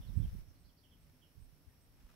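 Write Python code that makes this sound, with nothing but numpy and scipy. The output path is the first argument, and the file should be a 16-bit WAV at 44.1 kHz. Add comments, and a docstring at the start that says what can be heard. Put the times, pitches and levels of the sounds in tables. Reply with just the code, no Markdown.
"""A quiet summer pasture. A puff of wind buffets the two microphone ports with turbulent pressure,
then sinks to faint eddies over a far rumble and a soft hiss. The grass rustles now and then,
a thin insect chorus merges into one band of noise, and small birds whistle from the echoing
tree line. Two crickets chirp, each at its own pace, by stridulation: quick runs of wing strokes."""
import sys
import numpy as np
from scipy import signal
from scipy.fft import rfft, irfft
from scipy.io import wavfile
from scipy.ndimage import uniform_filter1d

SR = 44100
rng = np.random.default_rng(int(sys.argv[2]) if len(sys.argv) > 2 else 0)


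def materialize(psi):
    """Save the field psi as 16-bit PCM at rate SR to the path in sys.argv[1].

    A 1-D psi becomes a single channel; in a 2-D psi each row is a channel.
    """
    bounded = np.clip(np.atleast_2d(psi).T, -1, 1)
    quanta = np.round(bounded * 32767).astype(np.int16)
    wavfile.write(sys.argv[1], SR, quanta)


N = 94815
T = np.arange(N) / SR
FREQS = np.maximum(np.fft.rfftfreq(N, 1 / SR), 1)


def from_db(db):
    """Amplitude grows tenfold every 20 dB."""
    return 10 ** (np.asarray(db) / 20)


def unit_rms(x):
    """Normalisation to unit mean power."""
    return x / np.sqrt(np.mean(x ** 2) + 1e-20)


def envelope(rows):
    """Gain over time, interpolated in decibels."""
    return from_db(np.interp(T, *np.transpose(rows)))


def spectrum(rows):
    """Gain over frequency, interpolated on log-log axes."""
    hz, db = np.transpose(rows)
    return from_db(np.interp(np.log(FREQS), np.log(hz), db))


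def noise(shape, correlation=0):
    """Filtered stereo noise of rms 1; the mid-side balance sets the left-right correlation."""
    mid, side = irfft(rfft(rng.standard_normal((2, N))) * shape, N)
    return unit_rms(np.sqrt(1 + correlation) * mid + np.sqrt(1 - correlation) * side * [[1], [-1]])


def wobble(corner_hz):
    """Random modulation: low-passed noise of spread 1."""
    return noise(1 / (1 + (FREQS / corner_hz) ** 2))[0]


def pan(db):
    """Interaural level difference, left minus right; the nearer side keeps full level."""
    return from_db([[min(db, 0)], [min(-db, 0)]])


# Wind at each port. Each row: time in seconds, level in dB.
GUST_LEFT = [(0, -39.5), (.03, -57.5), (.18, -54), (.28, -45), (.36, -55), (.41, -53.5), (.45, -66.5),
             (.66, -69), (.76, -73), (1.0, -65.5), (1.3, -86), (1.44, -63), (1.53, -74), (1.8, -75),
             (1.9, -64.5), (2.15, -71)]
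GUST_RIGHT = [(0, -46), (.04, -49.5), (.1, -37.5), (.14, -40.5), (.2, -30), (.26, -32.5), (.305, -52.5),
              (.35, -40), (.41, -44.5), (.445, -55.5), (.495, -51.5), (.55, -66), (.66, -56), (.71, -62),
              (.77, -95), (.95, -72), (1.05, -62), (1.18, -68), (1.34, -69), (1.375, -51), (1.47, -55.5),
              (1.6, -66.5), (1.75, -72.5), (1.98, -64), (2.04, -56), (2.09, -65.5)]
# Large and fine eddies. Each row: frequency in Hz, relative spectral density in dB.
EDDY_SPECTRUM = [(20, 0), (42, 6), (75, -2.5), (110, -5.5), (160, -10), (220, -21.5), (310, -34.5),
                 (450, -43.5), (900, -66), (3000, -88)]
FINE_EDDY_SPECTRUM = [(90, 0), (180, 3), (290, -2.5), (420, -16), (800, -45), (2000, -70)]

def wind(fine_top_db=-47, fine_exponent=1.53):
    """Turbulence, independent at each port; fine eddies grow as a power of the gust and brighten it."""
    eddies = noise(spectrum(EDDY_SPECTRUM))
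    local_rms = np.sqrt(uniform_filter1d(eddies ** 2, size=1800, axis=1))
    gust = np.array([envelope(GUST_LEFT), envelope(GUST_RIGHT)])
    fine_gain = from_db(fine_top_db) * (gust / gust.max()) ** fine_exponent
    return gust * eddies / local_rms + fine_gain * noise(spectrum(FINE_EDDY_SPECTRUM))


# Far rumble and soft hiss. Each row: time in seconds, level in dB.
RUMBLE_LEVEL = [(0, -63), (.5, -67), (.75, -70.5), (.92, -67.5), (1.25, -70.5), (1.7, -70), (2.15, -70.5)]
HISS_LEVEL = [(0, -69), (.24, -68), (.41, -68), (.44, -73.5), (.75, -75), (1.1, -74.5), (1.45, -73.5),
              (1.8, -74), (2.15, -74)]
# Their spectra. Each row: frequency in Hz, relative spectral density in dB.
RUMBLE_SPECTRUM = [(20, -12), (55, -1), (100, 2), (125, -1.5), (165, -1), (212, -10), (255, -2),
                   (340, -12.5), (550, -17.5), (1000, -28.5), (2500, -39), (8000, -65)]
HISS_SPECTRUM = [(100, -11), (600, 5.5), (1300, 2), (2500, 0), (4000, -2.5), (5200, -1), (6400, -8),
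                 (7800, -6), (9800, -3.5), (11500, 0.5), (13500, -1.5), (15600, -2.5)]
# Lean of the hiss. Each row: frequency in Hz, left minus right in dB.
HISS_BALANCE = [(700, 3), (1300, -2.5), (2400, -2.5), (4400, -1.5), (7500, 0), (15000, 1.5)]

def air():
    """Interaural correlation sets width: high for the centred rumble, low for the wide hiss."""
    lean = np.sqrt(spectrum(HISS_BALANCE))
    hiss = noise(spectrum(HISS_SPECTRUM), correlation=.12)
    hiss = irfft(rfft(hiss) * [lean, 1 / lean], N)
    rumble = noise(spectrum(RUMBLE_SPECTRUM), correlation=.93)
    return envelope(RUMBLE_LEVEL) * rumble + envelope(HISS_LEVEL) * hiss


# Rustling grass. Each row: time in seconds, level in dB.
RUSTLE_LEVEL = [(0, -84), (.25, -73), (.41, -86), (.47, -81), (.8, -93), (1.02, -81), (1.06, -78.5),
                (1.12, -80.5), (1.17, -83.5), (1.6, -88.5), (1.92, -87), (2.02, -74.5), (2.15, -77)]
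# Its spectrum. Each row: frequency in Hz, relative spectral density in dB.
RUSTLE_SPECTRUM = [(200, -23), (600, 0), (1300, -1), (2500, -1.5), (4500, -9), (7000, -11), (15000, -18.5)]
# Soft ticks in the grass. Each row: start in seconds, level in dB, band centre in Hz.
GRASS_TICKS = [(1.607, -75, 1000), (1.686, -71.5, 1850)]

def grass(grain_db=3, tick_decay_s=.0091, tick_width_octaves=.3):
    """Random amplitude modulation makes the rustle grainy; ticks are damped bursts of band noise."""
    rustle = noise(spectrum(RUSTLE_SPECTRUM), correlation=.3)
    grain = from_db(grain_db * wobble(corner_hz=89.5))
    out = envelope(RUSTLE_LEVEL) * unit_rms(rustle * grain)
    for start, db, hz in GRASS_TICKS:
        age = np.maximum(T - start, 0) / tick_decay_s
        band = np.exp(-.5 * (np.log2(FREQS / hz) / tick_width_octaves) ** 2)
        out += from_db(db) * np.sqrt(age) * np.exp(-age) * noise(band, correlation=.3)
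    return out


# Insect chorus. Each row: time in seconds, level in dB.
CHORUS_LEVEL = [(0, -76), (.38, -76.5), (.46, -81), (.51, -76), (.58, -82.5), (1.2, -82.5), (2.15, -82.5)]
# Its spectrum. Each row: frequency in Hz, relative spectral density in dB.
CHORUS_SPECTRUM = [(4700, -21), (5150, -14.5), (5420, -4), (5700, -2.5), (5850, -6.5), (6050, -32),
                   (6500, -66)]

def insect_chorus():
    """Incoherent summation: many far insects merge into one narrow band of noise."""
    return envelope(CHORUS_LEVEL) * noise(spectrum(CHORUS_SPECTRUM)) * pan(db=-4.5)


# Slurred notes. Each row: start and length in seconds, first pitch, last pitch and burr depth in Hz,
# peak level in dB, echo relative to the note in dB.
BIRD_NOTES = [(.008, 0.033, 3700, 2950, 240, -66.5, 3), (0.06, 0.049, 4760, 3230, 38, -67, -7),
              (0.191, 0.049, 3484, 3164, 134, -72, 6), (0.238, 0.026, 3590, 2580, 150, -65.5, -12),
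              (.472, 0.054, 6260, 6200, 20, -78, -20), (0.551, 0.02, 4180, 4340, 260, -74, 1),
              (0.634, 0.053, 4200, 4960, 380, -72, 0.5), (0.682, 0.035, 3610, 2930, 150, -74, -8),
              (0.766, 0.035, 5050, 4020, 330, -71.5, 2), (0.83, 0.037, 3436, 2770, 150, -67, -1),
              (0.903, 0.051, 3440, 2944, 160, -67, -6), (1.212, .048, 3340, 2830, 170, -65, -1.5),
              (1.693, 0.027, 1800, 1830, 26, -77, 0), (2.089, 0.02, 1420, 1200, 130, -68, -6)]

def birds(burr_rate_hz=95.2, warble_depth_hz=49.8):
    """Frequency modulation: each echoing whistle glides, with a fast burr and a random warble."""
    out = np.zeros((2, N))
    warble = warble_depth_hz * wobble(corner_hz=128)
    for start, length, first_hz, last_hz, burr_depth_hz, db, echo_db in BIRD_NOTES:
        progress = np.clip((T - start) / length, 0, 1)
        burr = burr_depth_hz * np.sin(2 * np.pi * burr_rate_hz * (T - start))
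        pitch = first_hz + (last_hz - first_hz) * progress + warble + burr
        note = from_db(db) * np.sin(np.pi * progress) * np.sin(2 * np.pi * np.cumsum(pitch) / SR)
        out += note + from_db(echo_db) * tree_echoes(note)
    return out * pan(db=-12)


def tree_echoes(note, t60_s=.25, delay_s=.0097):
    """Scattering from the tree line returns an exponentially decaying tail, different in each ear."""
    tail = rng.standard_normal((2, N)) * from_db(-60 * T / t60_s) * (T > delay_s)
    tail /= np.sqrt(np.sum(tail ** 2, axis=1, keepdims=True))
    return signal.fftconvolve(note[None], tail, axes=1)[:, :N]


# Single eddies. Each row: centre in seconds, level in dB, pitch in Hz, left minus right in dB.
EDDY_THUMPS = [(0.176, -18, 76, -39), (0.204, -28, 124, -25), (0.28, -33.5, 55, 21), (0.33, -35.5, 72, 18),
               (.352, -39.5, 153, -10), (0.488, -51.5, 65.4, -15), (1.044, -56.5, 60.4, 0),
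               (1.422, -49, 62, -12), (1.68, -47, 67, 26), (2.051, -50, 49, -3)]

def eddy_thumps(width_cycles=.66, edge_gain=.25):
    """A bipolar pressure pulse: an eddy pushes and then pulls on a port."""
    def pulse(cycles):
        return -np.sin(2 * np.pi * cycles) * np.exp(-(cycles / width_cycles) ** 2)

    out = np.zeros((2, N))
    for centre, db, hz, pan_db in EDDY_THUMPS:
        cycles = (T - centre) * hz
        out += from_db(db) * pan(pan_db) * (pulse(cycles) + edge_gain * pulse(2 * cycles))
    return out


# Chirps of the near and the far cricket. Each row: centre in seconds, peak level in dB.
NEAR_CHIRPS = [(.186, -64), (.611, -71.5), (1.027, -71.5), (1.431, -69), (1.833, -69.5)]
FAR_CHIRPS = [(.258, -77), (.55, -91), (.835, -82.5), (1.16, -83), (1.432, -77.5), (1.695, -80),
              (2.13, -85)]

def cricket(chirps, hz, sag_hz, half_length_s, strokes_per_s, pan_db, stroke_fall_hz=120):
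    """Stridulation: each wing stroke sounds a falling tone; level and pitch arch over the chirp."""
    out = np.zeros(N)
    for centre, db in chirps:
        offset = np.clip((T - centre) / half_length_s, -2, 2)
        stroke_phase = (T - centre) * strokes_per_s % 1
        pitch = hz - sag_hz * np.minimum(offset ** 2, 2) - stroke_fall_hz * (stroke_phase - .5)
        arch = np.exp(-np.abs(offset) ** 3) * (np.abs(offset) < 2)
        strokes = np.sin(np.pi * stroke_phase) ** 2
        out += from_db(db) * arch * strokes * np.sin(2 * np.pi * np.cumsum(pitch) / SR)
    return out * pan(pan_db)


def scene():
    """Superposition: the pressures of all sources add."""
    pasture = wind() + air() + grass() + insect_chorus() + birds() + eddy_thumps()
    near = cricket(NEAR_CHIRPS, hz=8470, sag_hz=190, half_length_s=.027, strokes_per_s=122, pan_db=-12.5)
    far = cricket(FAR_CHIRPS, hz=8960, sag_hz=51.1, half_length_s=.035, strokes_per_s=91, pan_db=-.5)
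    return pasture + near + far


def record(dry):
    """Band limiting: the recorder drops the deepest bass and cuts the top steeply."""
    highpass = signal.butter(2, 20, "high", fs=SR, output="sos")
    lowpass = signal.ellip(12, .1, 80, 15700, fs=SR, output="sos")
    return signal.sosfilt(lowpass, signal.sosfilt(highpass, dry))


dry = scene()
out = record(dry)
materialize(out)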